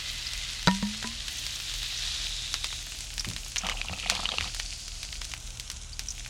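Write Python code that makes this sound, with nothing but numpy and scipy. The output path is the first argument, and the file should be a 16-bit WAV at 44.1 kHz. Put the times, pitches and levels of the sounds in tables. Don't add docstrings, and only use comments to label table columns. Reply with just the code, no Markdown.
import sys
import numpy as np
from scipy import signal
from scipy.fft import rfft, irfft, next_fast_len
from scipy.io import wavfile
from scipy.ndimage import uniform_filter1d, map_coordinates

SR = 44100
rng = np.random.default_rng(int(sys.argv[2]) if len(sys.argv) > 2 else 0)


def wrap_up_sound(samples):
    columns = np.atleast_2d(samples).T
    tamed = np.clip(columns, -1, 1)
    steps = np.round(tamed * 32767).astype(np.int16)
    wavfile.write(sys.argv[1], SR, steps)


N = 277389
T = np.arange(N) / SR

# [f/Hz, relative level/dB per Hz]
FOAM_SPECTRUM = [(530, -23.5), (900, -18.5), (1980, -7), (2210, -11), (2460, -4), (3860, 1), (13600, -31.5),
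                 (16000, -47)]
# [t/s, level/dB]
FOAM_LEVEL = [(0, -37), (.45, -38), (1.15, -40.5), (1.7, -38.5), (2.15, -36.5), (2.5, -42), (2.9, -46.5),
              (3.4, -58), (4.05, -51), (4.15, -39), (4.45, -45.5), (4.75, -60), (6.29, -65)]
# [t/s, level/dB]
TICK_LEVEL = [(0, -49), (1.22, -58), (1.3, -45.5), (1.9, -46.5), (2.2, -56), (2.7, -51), (3.6, -55),
              (4.3, -59), (5.6, -55), (5.85, -67.5), (6.25, -54)]
# [t/s, lift/dB]
COLUMN_LIFT = [(0, -0.5), (1.1, -0.5), (2.1, 2.5), (2.7, 5.5), (3.2, -4), (4.2, 5.5), (5.15, 4), (5.4, -5)]
# [t/s, gurgle level/dB, splash level/dB]
POUR_LEVELS = [(3.56, -79, -56), (3.65, -37, -40), (3.75, -46, -48.5), (4.04, -46, -41.5),
               (4.12, -39, -39.5), (4.43, -46.5, -47.5), (4.5, -48, -49)]
# [f/Hz, width/Hz, level/dB]
HOLLOWS = [(505, 35, 1.5), (724, 107, 3.5), (1316, 100, 2), (190, 27, 7.5), (2030, 1300, -12)]
# [t/s, level/dB, f/Hz]
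PLINKS = [(3.646, -28, 750), (3.646, -24, 2840), (3.688, -15, 2940), (3.688, -20, 1170), (3.718, -22, 1190),
          (3.723, -20.5, 2870), (3.8151, -15, 2470), (3.8847, -19.5, 2730), (3.897, -25, 740),
          (3.936, -22.5, 2580), (3.8955, -26, 2800), (4.04, -25.5, 2520), (4.099, -19, 1490),
          (4.199, -22, 1140), (4.264, -23, 2960), (4.2558, -11.5, 2950), (4.289, -21, 1280),
          (4.29, -14.5, 3700), (4.3182, -16.5, 3150), (4.32, -29.5, 800), (4.384, -12, 2760),
          (4.384, -21, 1240), (4.445, -24, 3730), (4.442, -26, 1130)]
# [t/s, blow level/dB, air ring level/dB, wall ring level/dB, wall f/Hz, wall glide/(Hz per s)]
KNOCKS = [(0.6736, -11.5, -13.5, -23.5, 965, -40), (.681, 0.5, -17, -44.5, 983, -40),
          (0.8261, -13, -21, -40.5, 953, -250), (1.043, -14.5, -33.5, -40, 980, 895)]
# [multiple of the wall pitch, level/dB, time to fall 60 dB/s]
WALL_MODES = [(1, 3, 0.2), (1.9, -2.5, 0.15), (.55, 2.5, 0.021), (1.58, 9, 0.017), (4.05, 8.5, 0.023),
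              (4.8, 7, 0.011), (6.3, -5, 0.017)]
# [t/s, level before the fade/dB, f/Hz]
THUDS = [(3.265, -33, 119), (3.9, -36.5, 88), (4.384, -32, 62.5)]
# [t/s, peak level/dB, f/Hz]
POPS = [(0.3347, -14.5, 4700), (.6288, -19.5, 4000), (0.7125, -16.5, 2780), (0.75, -18.5, 4070),
        (.9481, -22.5, 2800), (1.0269, -20.5, 2050), (1.282, -16.5, 3700), (1.466, -14.5, 4600),
        (1.6007, -21, 3380), (1.7398, -16.5, 4660), (1.8308, -18, 3730), (2.033, -25, 2430),
        (2.5412, -9, 3600), (2.6437, -11.5, 3570), (2.728, -20, 2680), (2.868, -25.5, 3430),
        (2.921, -21.5, 3450), (2.9877, -24, 7300), (3.007, -18, 5430), (3.1395, -24, 8500),
        (3.1802, -13, 3830), (3.1968, -21, 5500), (3.208, -16.5, 5510), (3.2464, -18, 2730),
        (3.2878, -18, 5960), (3.313, -22.5, 2730), (3.364, -16, 3460), (3.4627, -24.5, 2580),
        (3.56, -12.5, 3200), (3.5674, -11.5, 2840), (3.6673, -14, 3170), (3.6968, -13.5, 2800),
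        (4.0991, -2.5, 5440), (4.1058, -18, 3760), (4.1516, -14.5, 3470), (4.4092, -12.5, 2520),
        (4.5475, -15.5, 5850), (4.5993, -13, 3160), (4.8805, -20.5, 4540), (5.0306, -17, 5230),
        (5.1276, -19, 3530), (5.2169, -18, 2820), (5.2517, -19.5, 5330), (5.3163, -23, 4400),
        (5.3376, -14.5, 2900), (5.5981, -17, 5950), (5.701, -15, 5030), (5.7159, -20, 6860),
        (5.9936, -15, 4900), (6.2619, -23, 2520)]
# [f/Hz, relative level/dB per Hz]
SIZZLE_SPECTRUM = [(180, -42), (300, -2), (405, -28), (681, -5), (1020, -21.5), (2470, 0.5), (6630, 4.5),
                   (11100, -10), (15300, -63)]
# [t/s, level/dB]
SIZZLE_LEVEL = [(0, -44), (.5, -42.5), (2.5, -39.5), (3.4, -43.5), (4.1, -43), (4.6, -40.5), (5.2, -43.5),
                (5.8, -46), (6.29, -45)]
# [t/s, level before the fade/dB, f/Hz]
SQUEAKS = [(0.268, -29, 5000), (1.383, -29, 5960), (1.975, -32, 5940), (3.195, -21.5, 5460),
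           (3.581, -21.5, 6000), (5.93, -34, 4640), (6.085, -28.5, 5670), (6.105, -26.5, 6100)]
# [f/Hz, relative level/dB per Hz]
RUMBLE_SPECTRUM = [(20, -50), (34, 7), (91, -13), (124, -14), (200, -16.5), (304, -26.5), (1200, -27.5),
                   (1560, -24), (2640, -120)]
# [f/Hz, mean rms level/dB, size of the pitch waver/Hz]
HUM_TONES = [(38.7, -47, 1.13), (116.2, -56, 0.49), (60.1, -53.5, 1.33), (76.5, -55.5, 2.52)]

SEETHE_S, SEETHE_FALL_S = 2.11, .11
COLUMN_HZ, FILLED_HZ, FILL_S = 3660, 4650, (3.1, 4.5)
LOW_LIFT_DB, POUR_ENDS_S = 10, 1.0
PLINK_LIFE_S = 0.005
AIR_HZ, AIR_RISE_HZ_PER_S = 186.4, 103
THUD_T60_S = 0.31
SQUEAK_T60_S, SQUEAK_WIDTH_HZ, WIDER_PER_OCTAVE = 0.046, 1140, 6.5
TOP_HZ = 16000


def foam(surge):
    level_db, = curves(FOAM_LEVEL)
    bursts = crackle(count=5000, spread_db=4, life=.0006)
    bed = coloured(rng.standard_normal(N) + .7 * bursts, FOAM_SPECTRUM)
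    fizz = bubbles(count=9000, hz=4000, octaves=.4, cycles=7, spread_db=3, size=200)
    head = amp(level_db + 0.29 * surge + 0.67 * wobble(40.08)) * (bed + 0.21 * fizz)
    seethe_db = -41.0 - ((T - SEETHE_S) / SEETHE_FALL_S) ** 2
    seethe = bubbles(count=20000, hz=4780, octaves=0.21, cycles=5.2, spread_db=1.5, size=96)
    return head + amp(seethe_db) * seethe


def ticks():
    level_db, = curves(TICK_LEVEL)
    field = bubbles(count=2500, hz=12500, octaves=.3, cycles=4, spread_db=6, size=64)
    clumps = field * amp(3.5 * wobble(18))
    thin = coloured(rng.standard_normal(N), [(8000, -14), (11500, -2.5), (14500, -3.5), (16200, -12)])
    return amp(level_db) * (0.37 * unit(clumps) + 0.2 * thin)


def air_column(x):
    f, t, z = signal.stft(x, SR, nperseg=512)
    column_hz = np.interp(t, FILL_S, (COLUMN_HZ, FILLED_HZ))
    octaves = np.log2((f[:, None] + 1) / column_hz)
    lift_db = np.interp(t, *np.transpose(COLUMN_LIFT))
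    low_db = 0.3 * lift_db + LOW_LIFT_DB / (1 + np.exp((t - POUR_ENDS_S) / 0.33))
    main_lift = lift_db * np.exp(-(octaves / 0.15) ** 2)
    low_lift = low_db * np.exp(-((octaves + 0.84) / 0.05) ** 2)
    return signal.istft(z * amp(main_lift + low_lift), SR, nperseg=512)[1][:N]


def pour():
    gurgle_db, splash_db = curves(POUR_LEVELS, left=-120, right=-120)
    slaps = unit(filtered(crackle(count=1800, spread_db=7, life=0.0017), hollows))
    large = bubbles(count=1600, hz=882, octaves=0.43, cycles=7.8, spread_db=7.0, size=900)
    small = bubbles(count=5000, hz=2920, octaves=0.29, cycles=6.7, spread_db=12.0, size=600)
    churn = coloured(crackle(count=1500, spread_db=6, life=0.0035),
                     [(1500, -34), (2500, 2.0), (3200, -1), (4500, -26), (7000, -30)])
    gurgle = amp(gurgle_db) * (0.78 * slaps + 0.5 * large)
    splash = amp(splash_db) * (small + 0.9 * churn)
    return low_passed(gurgle + splash + plinks(), 5500)


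def plinks():
    s, db, hz = columns(PLINKS)
    size = 2048
    noise = uniform_filter1d(rng.standard_normal((len(PLINKS), 2, size)), size=4).swapaxes(0, 1)
    birth, shiver = noise
    slap = 1.6 * np.diff(uniform_filter1d(birth, size=3), prepend=0)
    slap = slap * np.exp(-np.arange(size) / (0.00083 * SR))
    ring = rings(hz, hz * PLINK_LIFE_S, size=size) * (1 + 0.44 * shiver)
    return placed(s[:, 0], amp(db) * (ring + slap))


def hollows(f):
    return sum((-1) ** k * amp(db) * resonance(f, hz, width) for k, (hz, width, db) in enumerate(HOLLOWS))


def bottle():
    first_s, first_db = KNOCKS[0][:2]
    air_turns = np.cumsum(AIR_HZ + AIR_RISE_HZ_PER_S * (T - first_s)) / SR
    out, t = np.zeros(N), np.arange(SR // 2) / SR
    for s, db, air_db, wall_db, hz, glide in KNOCKS:
        i = round(s * SR)
        turns = air_turns[i:i + len(t)] - air_turns[i]
        air_fade = amp(air_db - 60 * t / 0.37) * (1 + 0.46 * np.exp(-t / 0.0044))
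        air = air_fade * (1 - np.exp(-t / 0.0027)) * np.sin(2 * np.pi * turns)
        wall = np.zeros(len(t))
        for k, level, t60 in WALL_MODES:
            mode_db = wall_db + level + 0.63 * (db - first_db) * np.log2(k)
            wall += amp(mode_db - 60 * t / t60) * np.sin(2 * np.pi * k * (hz + glide * t / 2) * t)
        crack = np.sin(2 * np.pi * 3900 * t) * np.exp(-t / 0.00008) * amp(1.7 * (wall_db + 22.5) + 4.5)
        rattle = uniform_filter1d(rng.standard_normal(len(t)), size=14) * amp(-6 - 60 * t / .045)
        out[i:i + len(t)] += air + wall + crack + amp(db) * rattle
    return low_passed(out, 7500)


def thuds():
    s, db, hz = columns(THUDS)
    return puffs(s, db, hz, 1.08 * hz, THUD_T60_S, rise=0.003)


def pops():
    s, db, hz = columns(POPS)
    t, f = np.arange(2048) / SR, np.fft.rfftfreq(4096, 1 / SR)
    fade = amp(-60 * t / 0.01) + 0.28 * amp(-60 * t / 0.12)
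    burst = 0.13 * rng.standard_normal((len(POPS), len(t))) * fade
    burst[:, 0] += 1
    soft_top = 1 / (1 + 1j * f / (9500 * amp(-.12 * (db - 14.5)))) ** 6
    cavity = resonance(f, hz, 0.98 * hz) + 0.017 * resonance(f, 540, 1800)
    pop = irfft(rfft(burst, 4096) * cavity * soft_top)[:, :len(t)]
    return placed(s[:, 0], amp(db) * pop / abs(pop).max(axis=1, keepdims=True))


def sizzle(surge):
    level_db, = curves(SIZZLE_LEVEL)
    spits = bubbles(count=1700, hz=4460, octaves=0.98, cycles=1.6, spread_db=8.5, size=128)
    fat = rng.standard_normal(N) + .5 * crackle(count=1300, spread_db=10.0, life=0.0022) + .38 * spits
    return amp(level_db + 0.91 * surge + 0.93 * wobble(30)) * coloured(fat, SIZZLE_SPECTRUM)


def squeaks():
    s, db, hz = columns(SQUEAKS)
    width = SQUEAK_WIDTH_HZ * WIDER_PER_OCTAVE ** np.log2(hz / 6000)
    return puffs(s, db, hz, width, SQUEAK_T60_S, rise=0.0003)


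def room():
    hum = np.zeros(N)
    for hz, db, waver in HUM_TONES:
        level = amp(db + 2.5 * wobble(12)) * np.sqrt(2)
        hum += level * np.sin(2 * np.pi * np.cumsum(hz + waver * wobble(12)) / SR)
    return hum + amp(-47 + 0.58 * wobble(3.04)) * coloured(rng.standard_normal(N), RUMBLE_SPECTRUM)


def rings(hz, cycles, size):
    turns = hz * np.arange(size) / SR
    tone = np.sin(2 * np.pi * turns * (1 + 0.013 * turns / cycles))
    return tone * np.exp(-3 * turns / cycles) * (1 - np.exp(-turns / 0.32))


def bubbles(count, hz, octaves, cycles, spread_db, size):
    at, tone = rng.random(count), rng.standard_normal((count, 1))
    big = rng.exponential(size=(count, 1))
    field = amp(spread_db * np.minimum(big, 3)) * rings(hz * 2 ** (octaves * tone), cycles, size)
    return unit(placed(at * N / SR, field))


def crackle(count, spread_db, life):
    at, size = rng.random(count), rng.exponential(size=count)
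    starts = np.bincount((at * N).astype(int), amp(spread_db * np.minimum(size, 3.5)), N)
    envelope = signal.lfilter([1], [1, -np.exp(-1 / (life * SR))], starts)
    return unit(envelope * rng.standard_normal(N))


def puffs(s, db, hz, width, t60, rise):
    t, f = np.arange(8192) / SR, np.fft.rfftfreq(16384, 1 / SR)
    noise = irfft(rfft(rng.standard_normal((len(s), 16384))) * resonance(f, hz, width) ** 2)[:, :len(t)]
    noise /= noise.std(axis=1, keepdims=True)
    return placed(s[:, 0], amp(db - 60 * t / t60) * (1 - np.exp(-t / rise)) * noise)


def resonance(f, hz, width):
    return 1j * f * width / (hz * hz - f * f + 1j * f * width)


def filtered(x, response):
    m = next_fast_len(N + 8192)
    return irfft(rfft(x, m) * response(np.fft.rfftfreq(m, 1 / SR)), m)[..., :N]


def coloured(x, points):
    hz, db = np.transpose(points)
    return unit(filtered(x, lambda f: amp(np.interp(np.log(f + 1), np.log(hz + 1), db))))


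def low_passed(x, hz):
    return signal.sosfilt(signal.butter(3, hz, fs=SR, output="sos"), x)


def placed(seconds, rows):
    at = np.round(np.asarray(seconds) * SR).astype(int)[:, None] + np.arange(rows.shape[1])
    return np.bincount(at.ravel(), rows.ravel(), N + rows.shape[1] + SR)[:N]


def wobble(rate):
    return map_coordinates(rng.standard_normal(int(N * rate / SR) + 4), [T * rate])


def curves(rows, **ends):
    s, *values = np.transpose(rows)
    return [np.interp(T, s, v, **ends) for v in values]


def columns(rows):
    return np.transpose(rows)[:, :, None]


def amp(db):
    return 10 ** (np.asarray(db) / 20)


def unit(x):
    return x / np.sqrt(np.mean(x ** 2) + 1e-20)


def scene():
    surge = wobble(14)
    hiss = air_column(foam(surge) + sizzle(surge))
    glass = ticks() + pour() + bottle() + thuds()
    return (hiss + glass + pops() + squeaks() + room())[None]


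def record(dry):
    return filtered(np.clip(dry, -1, 1), lambda f: f < TOP_HZ)


dry = scene()
out = record(dry)
wrap_up_sound(out)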